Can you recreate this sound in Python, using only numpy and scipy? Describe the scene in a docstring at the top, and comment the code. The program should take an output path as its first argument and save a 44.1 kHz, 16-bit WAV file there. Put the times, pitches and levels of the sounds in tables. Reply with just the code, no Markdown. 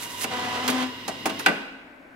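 """A tabletop banding machine wraps a paper band round a box, close by in a hard-walled room.
First the drive whirs and the feed motor whines while the band slides in and whips shut on the box.
Then rollers buzz as they pull it tight, the frame drones, and the rollers labour to a stop.
Next the clamps knock and the cutter strikes. Last, the drive shuts off,
leaving the ring of the frame over a low room hum."""
import sys
import numpy as np
from scipy import signal
from scipy.fft import rfft, irfft
from scipy.io import wavfile

SR = 44100
rng = np.random.default_rng(int(sys.argv[2]) if len(sys.argv) > 2 else 0)


def master_out(mix):
    """Clip the mix to full scale and print it as 16-bit PCM to the path in sys.argv[1]."""
    frames = np.transpose(np.atleast_2d(mix))
    ceiling = np.clip(frames, -1, 1)
    pcm = np.round(ceiling * 32767).astype(np.int16)
    wavfile.write(sys.argv[1], SR, pcm)


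N = 94815
TIME = np.arange(N) / SR
FREQS = np.arange(N // 2 + 1) * SR / N


def undb(db):
    """Turn decibels into a gain."""
    return 10 ** (np.asarray(db) / 20)

def curve(rows):
    """Join (seconds, value) rows with straight lines."""
    return np.interp(TIME, *np.array(rows).T)

def fader(rows):
    """A gain that follows (seconds, dB) rows, silent after the last."""
    return undb(curve(rows)) * (TIME <= rows[-1][0])

def strike(start, rise, fade):
    """A straight rise, then a fall of 60 dB every `fade` seconds: the fade time."""
    age = TIME - start
    return np.clip(age / rise, 0, 1) * np.exp(-np.log(1000) * np.maximum(age - rise, 0) / fade)

def at_hz(hz, rows, column=1):
    """Look up a table by frequency, on a log scale."""
    rows = np.array(rows)
    return np.interp(np.log(hz + 1), np.log(rows[:, 0]), rows[:, column])

def unit(x):
    """Scale to an average (rms) level of 1."""
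    return x / np.sqrt(np.mean(x ** 2))

def shaped(x, gain):
    """Apply a gain to each frequency, then scale to level 1."""
    return unit(irfft(rfft(x) * gain, N))

def noise():
    """Separate white noise for left and right."""
    return rng.standard_normal((2, N))

def wobble(hz):
    """A random wander of size 1, mostly slower than hz."""
    return shaped(rng.standard_normal(N), 1 / (1 + (FREQS / hz) ** 4))

def wavering_phase(pitch, jitter, hz):
    """The phase of a pitch that strays by the fraction `jitter`, mostly slower than hz."""
    return 2 * np.pi * np.cumsum(pitch * (1 + jitter * wobble(hz))) / SR

def colour(rows):
    """Gains from (Hz, dB) rows, falling steeply below the first."""
    return undb(at_hz(FREQS, rows)) * np.minimum(FREQS / rows[0][0], 1) ** 2

def peak(hz, width):
    """A bump of height 1 around one frequency."""
    return 1 / (1 + ((FREQS - hz) / width * 2) ** 2)

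def resonances(rows):
    """Gains from (Hz, width, dB) peaks."""
    return sum(undb(db) / np.sqrt(width) * peak(hz, width) for hz, width, db in rows)

# The centres of six frequency ranges, bass to treble, in Hz.
RANGE_HZ = (250, 750, 1550, 2800, 5500, 12000)
def frequency_range(index, low_cut_hz=176):
    """Gains for one of the overlapping ranges; a small machine gives little deep bass."""
    share = np.interp(np.log(FREQS + 1), np.log(RANGE_HZ), np.arange(len(RANGE_HZ)) == index)
    return np.sqrt(share) / (1 + (low_cut_hz / (FREQS + 1)) ** 6)

# Each row: frequency in Hz, how alike the sides are (0-1), left over right in dB, left lead in radians.
STEREO = [(100, 0.88, 2.5, 0.17), (255, 0.94, 5, 0), (735, 0.28, 2, -0.37), (1700, 0, -0.5, -1.65),
          (3220, 0.38, -5.5, -0.55), (8150, 0.74, -8, -2), (11800, 0.9, -14, -1.5)]
def sides(hz):
    """The machine's gain and phase shift on the left and on the right."""
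    half = undb(at_hz(hz, STEREO, column=2) / 2) * np.exp(.5j * at_hz(hz, STEREO, column=3))
    return np.array([half, 1 / half]).reshape(2, -1)

def stereo(x, gain, placed=True):
    """Filter and blend two signals: alike in the bass and, if placed, with the treble to the right."""
    a, b = rfft(shaped(x, gain))
    alike = np.clip(at_hz(FREQS, STEREO), 0, 1)
    mid, side = a * np.sqrt((1 + alike) / 2), b * np.sqrt((1 - alike) / 2)
    return irfft(np.array([mid + side, mid - side]) * (sides(FREQS) if placed else 1), N)

def tone(phase, hz):
    """A pure tone near hz, placed between left and right."""
    return np.sqrt(2) * np.imag(sides(hz) * np.exp(1j * phase))


# The room's air. Each row: frequency in Hz, relative level in dB.
AIR_COLOUR = [(25, -6), (140, -14), (270, 1.5), (400, -8.5), (600, -3), (1200, -12), (2300, -10),
              (3300, -26), (6000, -36), (15500, -42.5)]
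# The room's hum. Each row: frequency in Hz, width in Hz, relative level in dB.
HUM_PEAKS = [(263.2, 11, -6.5), (1523, 97, -7)]
def ambience(air_db=-49.5, hum_db=-53.5, lean_left_db=3.5):
    """The steady air and low hum of the room."""
    air = undb(air_db) * stereo(noise(), colour(AIR_COLOUR), placed=False)
    pan = undb(lean_left_db * np.array([[.5], [-.5]]))
    return air * pan + undb(hum_db) * stereo(noise(), resonances(HUM_PEAKS))

# The echo's fade time in seconds for each of the six ranges.
ECHO_FADES = (0.85, 0.85, 1, 1, 0.72, 0.5)
def wall_echo(x, level_db=-10.5):
    """Hard walls throw back a wash of sound that dies sooner in the treble."""
    tail = 0
    for k, fade in enumerate(ECHO_FADES):
        wash = irfft(rfft(noise()) * frequency_range(k), N)
        tail = tail + wash * strike(start=0.0055, rise=0.0031, fade=fade)
    tail = tail / np.sqrt(np.sum(tail ** 2) / 2)
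    echo = undb(level_db) * signal.fftconvolve(x, tail, axes=1)[:, :N]
    return stereo(echo, 1, placed=False) * np.sqrt(np.mean(echo ** 2))

# The drive's whir. Each row: frequency in Hz, relative level in dB.
WHIR_COLOUR = [(71, -18), (120, -3.5), (265, -2), (509, -3.5), (598, -48), (995, 0), (1410, -15),
               (2870, -5), (8770, -25.5), (15500, -31.5)]
# The drive's resonances. Each row: frequency in Hz, width in Hz, relative level in dB.
WHINE_PEAKS = [(276, 8.4, -1), (379.3, 10, -7), (1930, 60, 5), (2062, 53, 3), (2850, 58, 8), (3224, 18, 1),
               (3770, 380, 3.5), (5140, 300, -2)]
# How hard the drive works. Each row: time in seconds, level in dB.
DRIVE_EFFORT = [(0, -37.5), (.12, -37), (.3, -35), (.85, -37.5), (1.0, -38.5), (1.22, -37), (1.45, -35.5),
                (1.53, -38), (1.63, -46.5), (1.82, -69)]
# The electric hum. Each row: time in seconds, level in dB.
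MAINS_LEVEL = [(0, -74), (.17, -53), (.28, -53.5), (.7, -51.5), (1.0, -58.5), (1.45, -56), (1.6, -79.5)]
def drive(whir_db=-5, whine_db=-6, mains_hz=100):
    """The running drive whirs and whines over the hum of the mains."""
    whir = undb(whir_db) * stereo(noise(), colour(WHIR_COLOUR))
    whine = undb(whine_db) * stereo(noise(), resonances(WHINE_PEAKS))
    hum = tone(2 * np.pi * mains_hz * TIME, mains_hz)
    return (whir + whine) * fader(DRIVE_EFFORT) + hum * fader(MAINS_LEVEL)

# The feed motor's whine. Each row: time in seconds, level in dB.
MOTOR_LEVEL = [(0, -50), (.15, -44.5), (.3, -44), (.85, -50), (1.07, -50.5), (1.15, -70), (1.45, -70)]
def feed_motor(pitch_hz=977.5, flutter_db=2.5):
    """The feed motor's rough whine fades once the band is clamped."""
    phase = wavering_phase(pitch_hz, jitter=0.026, hz=70)
    return fader(MOTOR_LEVEL) * undb(flutter_db * wobble(hz=80.4)) * tone(phase, pitch_hz)

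# The sliding band. Each row: time in seconds, level in dB.
SLIDE_LEVEL = [(0, -40.5), (.035, -34), (.085, -46.5), (.11, -40), (.165, -44.5), (.203, -37),
               (.218, -30.5), (.243, -28.5), (.262, -53), (.3, -70)]
# Its rustle. Each row: frequency in Hz, relative level in dB.
SLIDE_COLOUR = [(300, -0.5), (1200, 5), (3000, 4), (5000, 1), (7000, 3), (11500, -1), (15500, -11)]
def band_slide(clicks_per_s=1100, spread_db=8, crackle_db=-1.5):
    """The paper band hisses and crackles as it slides."""
    hits = rng.random(N) < clicks_per_s / SR
    clicks = hits * undb(spread_db * np.tanh(rng.standard_normal(N))) * np.sign(noise())
    rustle = stereo(noise() + undb(crackle_db) * unit(clicks), colour(SLIDE_COLOUR))
    return rustle * fader(SLIDE_LEVEL)

# The band's flicks. Each row: start in seconds, level in dB, rise and fade times in seconds.
FLICKS = [(0.21, -31.5, 0.00067, 0.034), (.2205, -31.5, 0.00074, 0.036), (.678, -37, 0.00065, 0.043),
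          (0.695, -29.5, 0.0076, 0.1), (1.388, -33, 0.0081, 0.097)]
# Their brightness. Each row: frequency in Hz, relative level in dB.
FLICK_COLOUR = [(1500, -8), (4000, 6.5), (8000, -0.5), (11500, -1), (15500, -15)]
def band_flicks():
    """Each flick of the band is a short, sharp burst of hiss."""
    bursts = sum(undb(db) * strike(start, rise, fade) for start, db, rise, fade in FLICKS)
    return stereo(noise(), colour(FLICK_COLOUR)) * bursts

def band_whip(start_s=.243, top_hz=3200, fall_s=.018, level_db=-27):
    """The loop of band slaps shut on the box: a rough chirp that falls quickly."""
    pitch = top_hz * np.exp(-np.maximum(TIME - start_s, 0) / fall_s)
    phase = wavering_phase(pitch, jitter=0.072, hz=900)
    return undb(level_db) * strike(start_s, rise=0.0015, fade=0.043) * tone(phase, top_hz)

# The rollers' note. Each row: time in seconds, pitch in Hz.
ROLLER_PITCH = [(.28, 248.7), (.58, 246), (.68, 253.9), (.8, 255.4)]
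# How hard they pull. Each row: time in seconds, level in dB.
ROLLER_LOAD = [(.28, -65), (.315, -35), (.4, -36), (.62, -36), (.74, -35), (.83, -34), (.87, -44),
               (.93, -93)]
# The tones in their buzz. Each row: multiple of the pitch, relative level in dB.
BUZZ_TONES = [(1, -7), (2, -8), (3, -3.5), (4, -3), (5, -12), (6, -10.5), (7, -14), (8, -7)]
# Their rasp. Each row: frequency in Hz, relative level in dB.
RASP_COLOUR = [(150, -12), (300, -4.5), (600, -4.5), (950, 0.5), (1350, -3), (2100, -6), (3000, -4.5),
               (4500, -12), (8000, -21), (15500, -37.5)]
DRONE_ON_S, DRONE_FULL_S, DRONE_OFF_S, DRONE_FADE_S = 0.62, 0.7, 0.846, 0.38
def rollers(rasp_db=3.5, flutter_db=2.57, drone_db=-30, buzz_dip_db=-2.5):
    """Rollers rasp and buzz on the band; as it comes tight, the frame drones at their pitch."""
    pitch, load = curve(ROLLER_PITCH), fader(ROLLER_LOAD)
    phase = wavering_phase(pitch, jitter=0.00597, hz=40)
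    buzz = sum(undb(db + flutter_db * wobble(hz=82)) * tone(multiple * phase, multiple * pitch.mean())
               for multiple, db in BUZZ_TONES)
    pulsing = 1 + 0.059 * np.cos(phase)
    rasp = stereo(noise() * pulsing * undb(1.46 * wobble(hz=63)), colour(RASP_COLOUR))
    tight = np.clip((TIME - DRONE_ON_S) / (DRONE_FULL_S - DRONE_ON_S), 0, 1)
    release = np.exp(-np.log(1000) * np.maximum(TIME - DRONE_OFF_S, 0) / DRONE_FADE_S)
    drone = undb(drone_db) * tight * release * tone(phase, pitch.mean())
    tones = buzz * undb(buzz_dip_db * tight) * load + drone
    return undb(rasp_db) * rasp * load, tones

# Knocks of band, clamps and cutter. Each row: start in seconds, six levels in dB (one per range),
# how hard casing, frame and blade ring in dB, base rise time and fade time at 1000 Hz in seconds.
KNOCKS = [ (0.242, -31, -34, -29, -34, -35, -50, -51, -41, -62, 0.00076, 0.089),
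          (0.6774, -36, -33, -26, -24.5, -26.5, -30.5, -54, -50, -66, 0.00084, 0.12),
          (.685, -33.5, -32, -29.5, -36, -36, -45, -48, -44, -54, 0.00091, 0.14),
          (1.079, -31.5, -28.5, -31, -33.5, -29, -41, -31, -40, -56, 0.00094, 0.12),
          (1.255, -28.5, -24, -24, -27.5, -27, -33, -24.5, -33.5, -43.5, 0.0026, 0.13),
          (1.292, -48, -50, -38, -34.5, -42, -49, -34, -52, -66, .006, 0.14),
          (1.391, -39, -59, -28.5, -45, -57, -63, -55, -66, -64, 0.0062, 0.094),
          (1.4607, -28.5, -19.5, -15, -16, -23.5, -31.5, -30.5, -29.5, -26, 0.00062, 0.086),
          (1.481, -28, -35, -22, -33.5, -43, -47, -38, -57, -37, .003, 0.18)]
# Panel resonances that colour the clatter. Each row: frequency in Hz, width in Hz, boost in dB.
PANEL_PEAKS = [(320, 73, -6), (736, 116, 6), (940, 240, 8.5), (1517, 110, 10), (2650, 1040, 5)]
def knocks(damping=0.28, bass_lag=0.057):
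    """Each knock is a dense clatter whose bass comes later and lasts longer."""
    panels = undb(sum(db * peak(hz, width) for hz, width, db in PANEL_PEAKS))
    clatter = 0
    for k, hz in enumerate(RANGE_HZ):
        stretch = (1000 / hz) ** damping
        lag = bass_lag * RANGE_HZ[0] / hz
        blows = sum(undb(levels[k]) * strike(start, rise + lag * fade, stretch * fade)
                    for start, *levels, rise, fade in KNOCKS)
        clatter = clatter + stereo(noise(), frequency_range(k) * panels) * blows
    return clatter

# The notes of the hollow casing, the frame and the blade.
# Each row: pitch in Hz, relative level in dB, fade time in seconds.
CASING_NOTES = [(301.4, -9, 0.18), (659, -7.5, 0.15), (771, -4, 0.055), (850, -13, 0.029)]
FRAME_NOTES = [(168.2, -12, 0.61), (215, -9.5, 0.81), (273.9, -5.5, 0.8), (308.3, -1, 0.23),
               (383.2, -6, 0.3), (654.6, -5, 0.44), (759, 6, 0.068), (1180, -1, 0.14)]
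BLADE_NOTES = [(1453, -9, .33), (1546, 14.5, 0.072), (1612, -10, 0.5), (1973, 0.5, 0.13), (2009, -1, 0.1),
               (2315, 0, 0.15), (2514, -18, 1), (2775, -7, 0.24), (2825, 0, 0.11)]
def ring(notes, column, rise_s):
    """Every knock sets a part ringing with a slight rattle, as hard as its column in KNOCKS says."""
    one_ring = sum(undb(db) * strike(0, rise_s, fade) * tone(wavering_phase(hz, .011, hz=39.7), hz)
                   for hz, db, fade in notes)
    ringing = np.zeros((2, N))
    for knock in KNOCKS:
        start = int(knock[0] * SR)
        ringing[:, start:] += undb(knock[column]) * one_ring[:, :N - start]
    return ringing


def scene(metal_to_walls_db=-3.5):
    """The machine and its ringing casing, frame and blade in the room."""
    rasp, roller_tones = rollers()
    casing = ring(CASING_NOTES, column=7, rise_s=0.0049)
    frame = ring(FRAME_NOTES, column=8, rise_s=0.0064)
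    blade = ring(BLADE_NOTES, column=9, rise_s=0.0038)
    metal = frame + blade
    machine = drive() + rasp + band_slide() + band_flicks() + band_whip() + knocks() + casing
    echo = wall_echo(machine + undb(metal_to_walls_db) * metal)
    return machine + feed_motor() + roller_tones + metal + echo + ambience()

def record(dry):
    """Cut the treble above 15700 Hz."""
    return signal.sosfilt(signal.ellip(8, .2, 80, 15700, fs=SR, output="sos"), dry)


dry = scene()
out = record(dry)
master_out(out)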